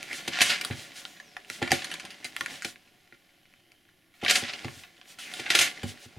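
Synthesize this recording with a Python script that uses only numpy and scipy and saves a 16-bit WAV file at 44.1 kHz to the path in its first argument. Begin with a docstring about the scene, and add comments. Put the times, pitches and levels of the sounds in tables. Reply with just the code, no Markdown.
"""A desk in a small room: a glossy magazine is leafed through, close to the microphone.
Three pages are turned: fingers slide and squeak under the sheet, it crinkles, buckles, whips over
and lands on the stack with a soft thump. Between turns the magazine is flexed so that its spine
pops, then held almost still. Desk reflections and a short room tail colour the sound."""
import sys
import numpy as np
from scipy import signal
from scipy.fft import rfft, irfft
from scipy.io import wavfile

SR = 44100
rng = np.random.default_rng(int(sys.argv[2]) if len(sys.argv) > 2 else 0)


def log_audio(samples):
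    """Write samples as a 16-bit WAV file to the path given in sys.argv[1]."""
    # one column per channel
    frames = np.atleast_2d(samples).T
    # limit to full scale, then quantise
    limited = np.clip(frames, -1, 1)
    pcm = np.round(limited * 32767).astype(np.int16)
    wavfile.write(sys.argv[1], SR, pcm)


N = 272934
TIME = np.arange(N) / SR
TYPICAL_DB = -49.5  # reference handling level


def from_db(db):
    """Decibels to gain."""
    return 10 ** (np.asarray(db) / 20)


def unit_energy(x):
    """Scale to a sum of squares of 1."""
    return x / np.sqrt(np.sum(x ** 2) + 1e-20)


def rms_one(x):
    """Scale to rms 1."""
    return x / np.sqrt(np.mean(x ** 2) + 1e-20)


def at_hz(points, hz):
    """Interpolate a table over log frequency."""
    f, value = np.transpose(points)
    return np.interp(np.log(np.maximum(hz, 1)), np.log(f), value)


def butter(x, order, hz, kind="low"):
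    """Butterworth filter."""
    return signal.sosfilt(signal.butter(order, hz, kind, fs=SR, output="sos"), x)


def causal(curve, size=4096):
    """Minimum-phase impulse response of a curve of dB against Hz."""
    cepstrum = irfft(np.log(from_db(curve(np.fft.rfftfreq(size, 1 / SR)))))
    cepstrum[1:size // 2] *= 2
    cepstrum[size // 2 + 1:] = 0
    return irfft(np.exp(rfft(cepstrum)))


def coloured(x, spectrum):
    """Give a white signal a spectrum at equal power."""
    return signal.fftconvolve(x, unit_energy(causal(lambda hz: at_hz(spectrum, hz))))[:len(x)]


def ring(x, hz, t60_s):
    """Damped resonance."""
    r, w = from_db(-60 / (t60_s * SR)), 2 * np.pi * hz / SR
    return signal.lfilter([1, 0, -1], [1, -2 * r * np.cos(w), r * r], x)


def add(out, at_s, sound):
    """Mix a sound in at a time."""
    start = max(0, int(at_s * SR))
    part = out[start:start + len(sound)]
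    part += sound[:len(part)]


def grains(per_s, spread_db, size=N):
    """Random impulses, a few much larger than the rest; rms 1."""
    born = rng.random(size) < per_s / SR
    sign = rng.choice([-1, 1], size)
    return rms_one(born * sign * from_db(spread_db * np.minimum(rng.exponential(1, size), 4)))


def flutter(rate_hz):
    """Smooth random wobble; rms 1."""
    return rms_one(butter(rng.standard_normal(N), 2, rate_hz))


def burst(decay_s, size):
    """Exponentially decaying white noise."""
    return rng.standard_normal(size) * np.exp(-TIME[:size] / decay_s)


def effort_db(at_s):
    """How hard the hands work the magazine, re typical."""
    # handling: (time [s], level [dB])
    handling = [(0.0, -46), (0.15, -48), (0.5, -38), (0.77, -50), (1.24, -57), (1.46, -58), (1.72, -43.5),
                (1.83, -40.5), (2.12, -53), (2.31, -54), (2.5, -46), (2.58, -48.5), (2.72, -60.5),
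                (2.95, -65), (4.17, -70.5), (4.26, -64.5), (4.39, -39.5), (4.43, -41), (4.62, -46.5),
                (4.84, -60.5), (5.08, -61), (5.24, -56.5), (5.38, -43.5), (5.55, -42), (5.96, -54),
                (6.19, -59)]
    return np.interp(at_s, *np.transpose(handling)) - TYPICAL_DB


def slide_gain():
    """Each slide speeds up and slows down along a bell curve."""
    # finger or sheet on the gloss: (peak time [s], level [dB], rise [s], fall [s])
    slides = [(.03, -58.5, 0.0083, .33), (.165, -45.5, 0.039, .04), (.455, -33.5, 0.045, .055),
              (0.658, -50.5, .02, 0.056), (.81, -50.5, 0.075, 0.066), (.98, -47, 0.028, 0.036),
              (1.06, -58, 0.037, 0.11), (1.535, -48, 0.039, 0.052), (1.73, -54, 0.025, 0.062),
              (2.255, -53, .01, 0.046), (2.41, -52.5, 0.036, .05), (2.53, -50, 0.041, 0.053),
              (2.674, -46.5, 0.032, 0.041), (4.16, -71, 0.019, .06), (4.359, -33, 0.064, 0.046),
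              (4.79, -56, 0.14, 0.063), (5.11, -54, 0.035, .03), (5.19, -47.5, .003, 0.1),
              (5.37, -48.5, 0.05, .045), (5.595, -30, 0.045, 0.011), (5.89, -47.5, 0.029, 0.032),
              (6.05, -54.5, 0.05, 0.014)]
    gain = np.zeros(N)
    for at_s, db, rise_s, fall_s in slides:
        width_s = np.where(TIME < at_s, rise_s, fall_s)
        gain += from_db(db) * np.exp(-np.minimum(((TIME - at_s) / width_s) ** 2, 20))
    return gain


def turn_gain(attack_s=.018, release_s=.023):
    """The crinkle of a turn swells, holds while the page travels and dies."""
    # page turns: (start [s], length [s], level [dB])
    turns = [(0.336, 0.22, -35.5), (4.243, 0.25, -42.5), (5.524, 0.15, -33.5)]
    gain = np.zeros(N)
    for at_s, length_s, db in turns:
        before_s, after_s = np.maximum(at_s - TIME, 0), np.maximum(TIME - at_s - length_s, 0)
        gain += from_db(db) * np.exp(-before_s / attack_s - after_s / release_s)
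    return gain


def rub(work_db, slide, lift_off_db=3.5):
    """Low rub of sheet on stack; its handling share stops growing once the sheet lifts off."""
    # rub spectrum: (frequency [Hz], density [dB])
    spectrum = [(40, -18.5), (100, -5.5), (170, 5.5), (350, 3.5), (750, -4.5), (1100, -4.5), (2000, -32)]
    handled = from_db(-57 + .91 * np.minimum(work_db, lift_off_db))
    gain = np.hypot(handled, from_db(-17.5) * slide)
    return gain * coloured(grains(per_s=2500, spread_db=6), spectrum)


def crinkle(work_db):
    """Fibres slip in clumps where the sheet bends, over a smooth brushing noise."""
    # crinkle spectrum: (frequency [Hz], density [dB])
    spectrum = [(200, -42), (800, -9.5), (1400, -1.5), (2100, 6.5), (3200, 4.5), (5000, -2), (8000, -14),
                (16000, -44)]
    clumps = from_db(6 * np.tanh(.7 * flutter(rate_hz=80)))
    slips = grains(per_s=800, spread_db=2.8)
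    bending = coloured(rms_one(slips * clumps), spectrum)
    brushing = coloured(rng.standard_normal(N), spectrum)
    gain = np.hypot(from_db(-52.5 + work_db), turn_gain())
    return gain * (from_db(-1) * bending + from_db(-2) * brushing)


def slide_hiss(work_db, slide):
    """Dense tiny slips hiss where the glossy face slides."""
    # hiss spectrum: (frequency [Hz], density [dB])
    spectrum = [(800, -11.5), (3000, 5.5), (5000, 2.5), (6500, 1.5), (8500, -2), (10500, -3.5),
                (12500, -16), (15000, -25), (16000, -24)]
    gain = np.hypot(from_db(-61.5 + .92 * work_db), slide)
    return gain * coloured(grains(per_s=17000, spread_db=2.5), spectrum)


def gloss_hiss(work_db, slide):
    """Coating grains catch on a finger or sheet: a very high hiss, prominent in light strokes."""
    # coating spectrum: (frequency [Hz], density [dB])
    spectrum = [(6000, -30.5), (9500, -4.5), (12500, -0.5), (14500, -1), (16000, -7.5)]
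    creep = from_db(-78.5 + .55 * work_db)  # holding fingers never lie quite still
    gain = from_db(-62.5) * ((slide + creep) / from_db(TYPICAL_DB)) ** .46
    return gain * coloured(rng.standard_normal(N), spectrum)


def background(mid_db=-70.5, side_re_mid_db=-9):
    """Quiet room noise and microphone hiss, stereo."""
    # noise floor: (frequency [Hz], density [dB])
    spectrum = [(20, 14), (60, 3), (100, 12.5), (170, 9.5), (250, 3.5), (350, 15.5), (450, -19),
                (1100, -20), (1900, -7), (3000, -14), (5000, -54), (8000, -21.5), (11000, -2.5),
                (16000, -23)]
    mid, side = [coloured(rng.standard_normal(N), spectrum) for _ in range(2)]
    side *= from_db(side_re_mid_db)
    return from_db(mid_db) * np.array([mid + side, mid - side])


def small_creases(count=60, spread_db=2.5, centre_hz=2600, range_oct=.42):
    """Random rows for snaps(): denser and louder under harder handling."""
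    share = np.cumsum(from_db(effort_db(TIME) / 2))
    times_s = np.interp((np.arange(count) + rng.random(count)) / count, share / share[-1], TIME)
    loud, bright, long = rng.standard_normal((count, 3)).T
    db = -50 + effort_db(times_s) + spread_db * loud
    hz = centre_hz * 2 ** (range_oct * rng.uniform(-1, 1, count))
    treble_db = -13 + spread_db * bright
    crackle_ms = 4 * 2 ** long
    return list(zip(times_s, db, hz, treble_db, crackle_ms))


def snaps(hold_s=.0078, size=4096):
    """A crease flips with a click that rings a few cycles and sets off a run of smaller ones."""
    # creases, edge contacts: (time [s], level [dB], ring [Hz], treble re level [dB], crackle [ms])
    creases = [(.029, -40, 2370, -3.5, .6), (0.1124, -41, 2000, -16, 5.5), (.13, -37, 2360, -7, 2),
               (0.3883, -29.5, 2340, -19, 2.2), (0.612, -31.5, 2300, -5, 4.7),
               (0.6489, -32.5, 3560, -0.5, 2.6), (.7094, -36, 2160, -17, 19),
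               (1.0524, -38, 3236, -30, 0.87), (1.2, -45.5, 1680, -13, 3), (1.3671, -38.5, 1940, -15, 2.7),
               (1.5003, -36.5, 2120, -5.5, 0.52), (1.6183, -31.5, 1930, -12, 56),
               (1.6267, -30.5, 2640, -15, 2.6), (1.6763, -34.5, 2270, -16, 4.8),
               (1.7067, -31, 2400, -4, 24), (1.7179, -21, 2030, -2, 1.1), (1.8205, -37, 2920, -27, 4.6),
               (1.845, -37.5, 2530, -1.5, 6.3), (1.9147, -34, 2660, -10, 9), (1.94, -35.5, 3160, -5.5, 2.4),
               (1.998, -39, 2400, -7.5, 9.7), (2.0512, -41.5, 3100, -7, 5.2), (2.1048, -43.5, 2740, -6, 19),
               (2.2449, -35, 2320, -2.5, 12), (2.365, -33.5, 2090, -8.5, .6),
               (2.4092, -30, 1920, -10.5, 1.4), (2.4609, -33, 2090, -9.5, 0.99),
               (2.6218, -39.5, 2090, -3, 7.7), (2.7586, -51, 2260, -23, 0.86),
               (3.1245, -52.5, 2000, -35, 2.2), (3.455, -63, 2120, -19, .4), (3.538, -59, 2230, -14, .5),
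               (3.7189, -59, 2304, -5, 0.62), (3.8897, -63, 2020, -13, 1.2), (4.14, -58, 2250, -10, 27),
               (4.215, -43.5, 2600, -14, 21), (4.235, -35.5, 2350, -14, 7.5),
               (4.2489, -29.5, 2900, -11, 3.7), (4.2623, -25.5, 2020, -38, 5.5),
               (4.3105, -27.5, 3270, 6, 4.6), (4.6458, -39.5, 2260, -11.5, 5.1),
               (4.6828, -42, 2070, -24, 1.3), (4.8357, -46, 2550, -22, 9), (5.014, -51, 2930, -18, 0.46),
               (5.187, -44, 2830, -8, 9.8), (5.3381, -38.5, 3230, -4.5, 3.3), (5.4405, -52, 2440, -24, 5),
               (5.46, -32, 2060, -32, 28), (5.5916, -27, 2900, -11, 2.7), (5.7758, -44.5, 1830, -29, 2),
               (5.832, -39.5, 2600, -6.5, 13)]
    # fibre crack spectrum: (frequency [Hz], density [dB])
    crack_spectrum = [(150, -4), (700, 6.5), (1400, 15), (4500, 8.5), (6500, -9), (10000, -37.5),
                      (16000, -64.5)]
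    # onset treble spectrum: (frequency [Hz], density [dB])
    edge_spectrum = [(2000, -21.5), (4500, 8.5), (6500, 4.5), (10000, 1.5), (13000, -9.5), (16000, -24.5)]
    out = np.zeros(N)
    for at_s, db, hz, treble_db, crackle_ms in creases + small_creases():
        fade = np.exp(-TIME[:size] * 1e3 / crackle_ms)
        run = unit_energy(grains(per_s=6000, spread_db=1.5, size=size) * fade)
        clicks = run * from_db(-1) * np.sqrt(crackle_ms / 2)
        clicks[0] += 1
        # the bent patch rings; the stiffer, the shorter
        patch = unit_energy(ring(ring(clicks, hz, t60_s=7 / hz), hz, t60_s=3 / hz))
        # fibres give way in turn; the first carry the treble
        fibres = signal.fftconvolve(clicks, burst(.0028, size))[:size]
        first = signal.fftconvolve(clicks, burst(.0006, size))[:size]
        crack = from_db(-5) * unit_energy(coloured(fibres, crack_spectrum))
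        edge = from_db(treble_db) * unit_energy(coloured(first, edge_spectrum))
        add(out, at_s, from_db(db) * np.sqrt(hold_s * SR) * (unit_energy(patch + crack) + edge))
    return out


def squeaks():
    """Irregular stick-slip on the gloss: a rough tone whose pitch follows the stroke's speed."""
    # fingertip or page edge drags: (unsteadiness [Hz], rows of (time [s], pitch [Hz], level [dB]))
    drags = [(263.5, [(.04, 2416, -59), (.115, 2044, -41), (.15, 1952, -47)]), (170, [(1.08, 6840, -67),
             (1.22, 6700, -70), (1.27, 5700, -65), (1.35, 4970, -70)]), (129.3, [(3.05, 2904, -78),
             (3.75, 3064, -73), (4.0, 2970, -80)]), (424, [(5.195, 2830, -55), (5.222, 2867, -46),
             (5.295, 2164, -47), (5.34, 2020, -61)])]
    out = np.zeros(N)
    for unsteady_hz, stroke in drags:
        times_s, hz, db = np.transpose(stroke)
        phase = 2 * np.pi * np.cumsum(np.interp(TIME, times_s, hz)) / SR
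        tone = rms_one(flutter(unsteady_hz) * np.cos(phase) + flutter(unsteady_hz) * np.sin(phase))
        touching = (TIME > times_s[0]) & (TIME < times_s[-1])
        out += tone * from_db(np.interp(TIME, times_s, db)) * touching
    return out


def struck(modes, tilt_db_per_oct, contact_s, scuff_db, size=16000):
    """A push with a short scuff rings modes; a harder blow tilts toward the upper ones."""
    push = from_db(scuff_db) * unit_energy(burst(contact_s, size))
    push[0] += 1
    sound = np.zeros(size)
    for k, (hz, db, t60_s) in enumerate(modes):
        tilt_db = tilt_db_per_oct * np.log2(np.clip(hz, 100, 400) / 100)
        sound += (-1) ** k * from_db(db + tilt_db) * unit_energy(ring(push, hz, t60_s))
    return unit_energy(butter(sound, 2, hz=1300))


def stack_thumps(settle_s=.024, first_loss_db=11.5, later_loss_db=6):
    """Hands and pages thump the stack; three uneven, fading touches follow each landing."""
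    # stack and desk modes: (frequency [Hz], level [dB], t60 [s])
    modes = [(45, -18.5, 0.055), (93.3, 5.5, 0.13), (133.7, 5.5, 0.078), (178, 0, 0.031), (245.5, 3.5, 0.1),
             (270, 0, 0.01), (346.7, -1, 0.1), (445.4, -10, 0.089), (567, -13.5, 0.039),
             (808, -13.5, 0.047)]
    # hand bumps and a page's late, soft settling thump: (time [s], level [dB], hardness [dB/octave])
    bumps = [(0.127, -51.5, 12), (.277, -37.5, 10.5), (.406, -38, 7), (1.499, -50.5, 10), (1.618, -30, 8.5),
             (1.707, -35, 2), (1.722, -29.5, 8.5), (2.04, -50, 9), (2.245, -52, 10.5), (2.41, -51, 7),
             (2.647, -42, 10.5), (3.122, -60.5, 10), (4.228, -35.5, 8.5), (4.423, -39, 6.5),
             (4.766, -52.5, -3), (5.394, -44, 10.5), (5.546, -38, 44), (6.056, -50.5, 1.5),
             (6.165, -45.5, -2.5)]
    # page landings: (time [s], level [dB], hardness [dB/octave])
    landings = [(0.702, -33.5, 0), (4.646, -36, 3), (5.834, -31.5, 1)]
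    touches = []
    for at_s, db, hardness in landings:
        for k in range(3):
            delay_s = settle_s * (k + 1 + rng.uniform(-.346, .311))
            touches.append((at_s + delay_s, db - first_loss_db - later_loss_db * k, hardness))
    out = np.zeros(N)
    for at_s, db, hardness in bumps + landings + touches:
        add(out, at_s, from_db(db) * struck(modes, hardness, contact_s=.005, scuff_db=-10))
    return out


def flaps(size=12000):
    """A buckle runs across the sheet: an avalanche of slips that swells quickly and dies."""
    # buckles and whips: (time [s], level [dB], treble re level [dB], rise [s], decay [s])
    buckles = [(.276, -29, -7, 0.0034, 0.007), (0.404, -20, -12, 0.005, 0.0049),
               (.415, -16.5, -4.5, .0017, 0.01), (.486, -25.5, -12, 0.018, 0.03),
               (1.720, -31.5, -6.5, 0.0018, 0.038), (2.646, -29, -6.5, 0.0014, .0064),
               (4.278, -25, -18, 0.0056, 0.033), (4.296, -20, -8.5, 0.0021, 0.014),
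               (4.308, -21, 0.5, 0.00097, 0.0034), (4.351, -21.5, -8.5, 0.0075, 0.0095),
               (4.473, -36.5, -34, 0.027, 0.0074), (4.534, -34.5, -21, 0.0015, 0.0089),
               (5.391, -37, -9, 0.0093, 0.0067), (5.501, -21, -11, 0.0026, 0.014),
               (5.549, -16.5, -7, 0.0031, 0.008), (5.588, -22, -3, 0.0015, 0.015),
               (5.608, -22, -3, 0.0024, 0.027)]
    # body spectrum: (frequency [Hz], density [dB])
    body_spectrum = [(50, -32.5), (130, -15.5), (400, -12), (900, -15.5), (1700, -5), (2600, 2), (3600, -2),
                     (5000, -3.5), (8000, -33.5), (16000, -59.5)]
    # treble spectrum: (frequency [Hz], density [dB])
    edge_spectrum = [(1500, -56), (4000, -13.5), (6200, 11.5), (8000, 5.5), (10500, 3), (12500, -2.5),
                     (15000, -17), (16000, -25.5)]
    out, t = np.zeros(N), TIME[:size]
    for at_s, db, treble_db, rise_s, decay_s in buckles:
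        attack = np.sin(np.pi / 2 * np.minimum(t / rise_s, 1)) ** 2
        swell = attack * np.exp(-np.maximum(t - rise_s, 0) / decay_s)
        body, edge = [coloured(grains(per_s=18000, spread_db=1, size=size) * swell, spectrum)
                      for spectrum in (body_spectrum, edge_spectrum)]
        add(out, at_s, from_db(db) * (body + from_db(treble_db) * edge))
    return out


def spine_pops():
    """The folded spine pops through and rings hollow."""
    # pops: (time [s], level [dB])
    pops = [(1.618, -48), (1.7180, -22.5)]
    # spine modes: (frequency [Hz], level [dB], t60 [s])
    modes = [(723, -15, 0.1), (770, 3, 0.019), (602, -5.5, 0.018)]
    out = np.zeros(N)
    for at_s, db in pops:
        add(out, at_s, from_db(db) * struck(modes, tilt_db_per_oct=0, contact_s=.004, scuff_db=-14))
    return out


def near_scatter(onset_s=.0015, decay_s=.009, size=2600):
    """Impulse response of boxes around the desk; long waves pass round them."""
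    t = TIME[:size]
    echoes = grains(per_s=5000, spread_db=1.5, size=size) * np.exp(-t / decay_s) * (t > onset_s)
    return unit_energy(butter(echoes, 1, hz=300, kind="high"))


def room_tail(rise_s=.0034, size=24000):
    """Impulse response of diffuse reflections, with a decay time per band."""
    # room decay: (frequency [Hz], t60 [s])
    decay = [(100, 0.23), (700, 0.21), (2500, 0.1), (7000, 0.05), (15000, 0.24)]
    t, tail = TIME[:size], np.zeros(size)
    edges_hz = np.geomspace(50, 18000, 9)
    for low, high in zip(edges_hz, edges_hz[1:]):
        band = butter(rng.standard_normal(size), 2, [low, high], "band")
        tail += band * from_db(-60 * t / at_hz(decay, np.sqrt(low * high)))
    return unit_energy(tail * np.clip(t / rise_s - .5, 0, 1))


def room(x, sway_hz=1.3):
    """Direct sound, early echoes and tail; only reflections differ between channels."""
    # first echoes off desk and boxes: (delay [ms], level [dB])
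    echoes = [(3.5, -21), (6.8, -22.5), (9.9, -25)]
    sway = 2 * np.pi * sway_hz * TIME

    def reflected(paths):
        """Moving pages shift the sound between two sets of paths."""
        return sum(signal.oaconvolve(x * share, paths())[:N] for share in (np.cos(sway), np.sin(sway)))
    mid = x + from_db(-15) * reflected(near_scatter) + from_db(-12) * reflected(room_tail)
    for delay_ms, db in echoes:
        add(mid, delay_ms / 1000, from_db(db) * x)
    side = from_db(-15) * reflected(near_scatter) + from_db(-14) * reflected(room_tail)
    return np.array([mid + side, mid - side])


def scene():
    """The magazine in the room, just right of centre."""
    work_db, slide = effort_db(TIME), slide_gain()
    paper = rub(work_db, slide) + crinkle(work_db)
    paper += from_db(3.5) * slide_hiss(work_db, slide) + gloss_hiss(work_db, slide)
    paper += from_db(1.5) * snaps() + from_db(3) * flaps() + squeaks()
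    paper += from_db(30.5) * stack_thumps() + from_db(22) * spine_pops()
    return (room(paper) + background()) * from_db([[-.2], [.2]])


def record(dry, ceiling=.58, cutoff_hz=15900):
    """Desk colouring, soft peak limiting, steep low-pass."""
    # desk-to-microphone reflection peaks and dips: (centre [Hz], width [octaves], gain [dB])
    bands = [(518, 0.056, -4.5), (558.4, 0.039, 8.5), (671.5, 0.038, -4), (720, 0.12, 11), (898, 0.054, -3),
             (1276, 0.075, -8.5), (1372, 0.13, 8), (1523, 0.032, -6.5), (1744, 0.12, 3.5), (2070, 0.011, 5),
             (2200, 0.045, 1.5), (3150, 0.031, 1)]
    desk = causal(lambda f: sum(db * np.exp(-.5 * (np.log2(np.maximum(f, 1) / hz) / width_oct) ** 2)
                                for hz, width_oct, db in bands))
    wet = signal.oaconvolve(dry, desk[None], axes=1)[:, :N]
    rounded = wet / (1 + (wet / ceiling) ** 4) ** .25
    return signal.sosfilt(signal.ellip(10, .2, 80, cutoff_hz, fs=SR, output="sos"), rounded)


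dry = scene()
out = record(dry)
log_audio(out)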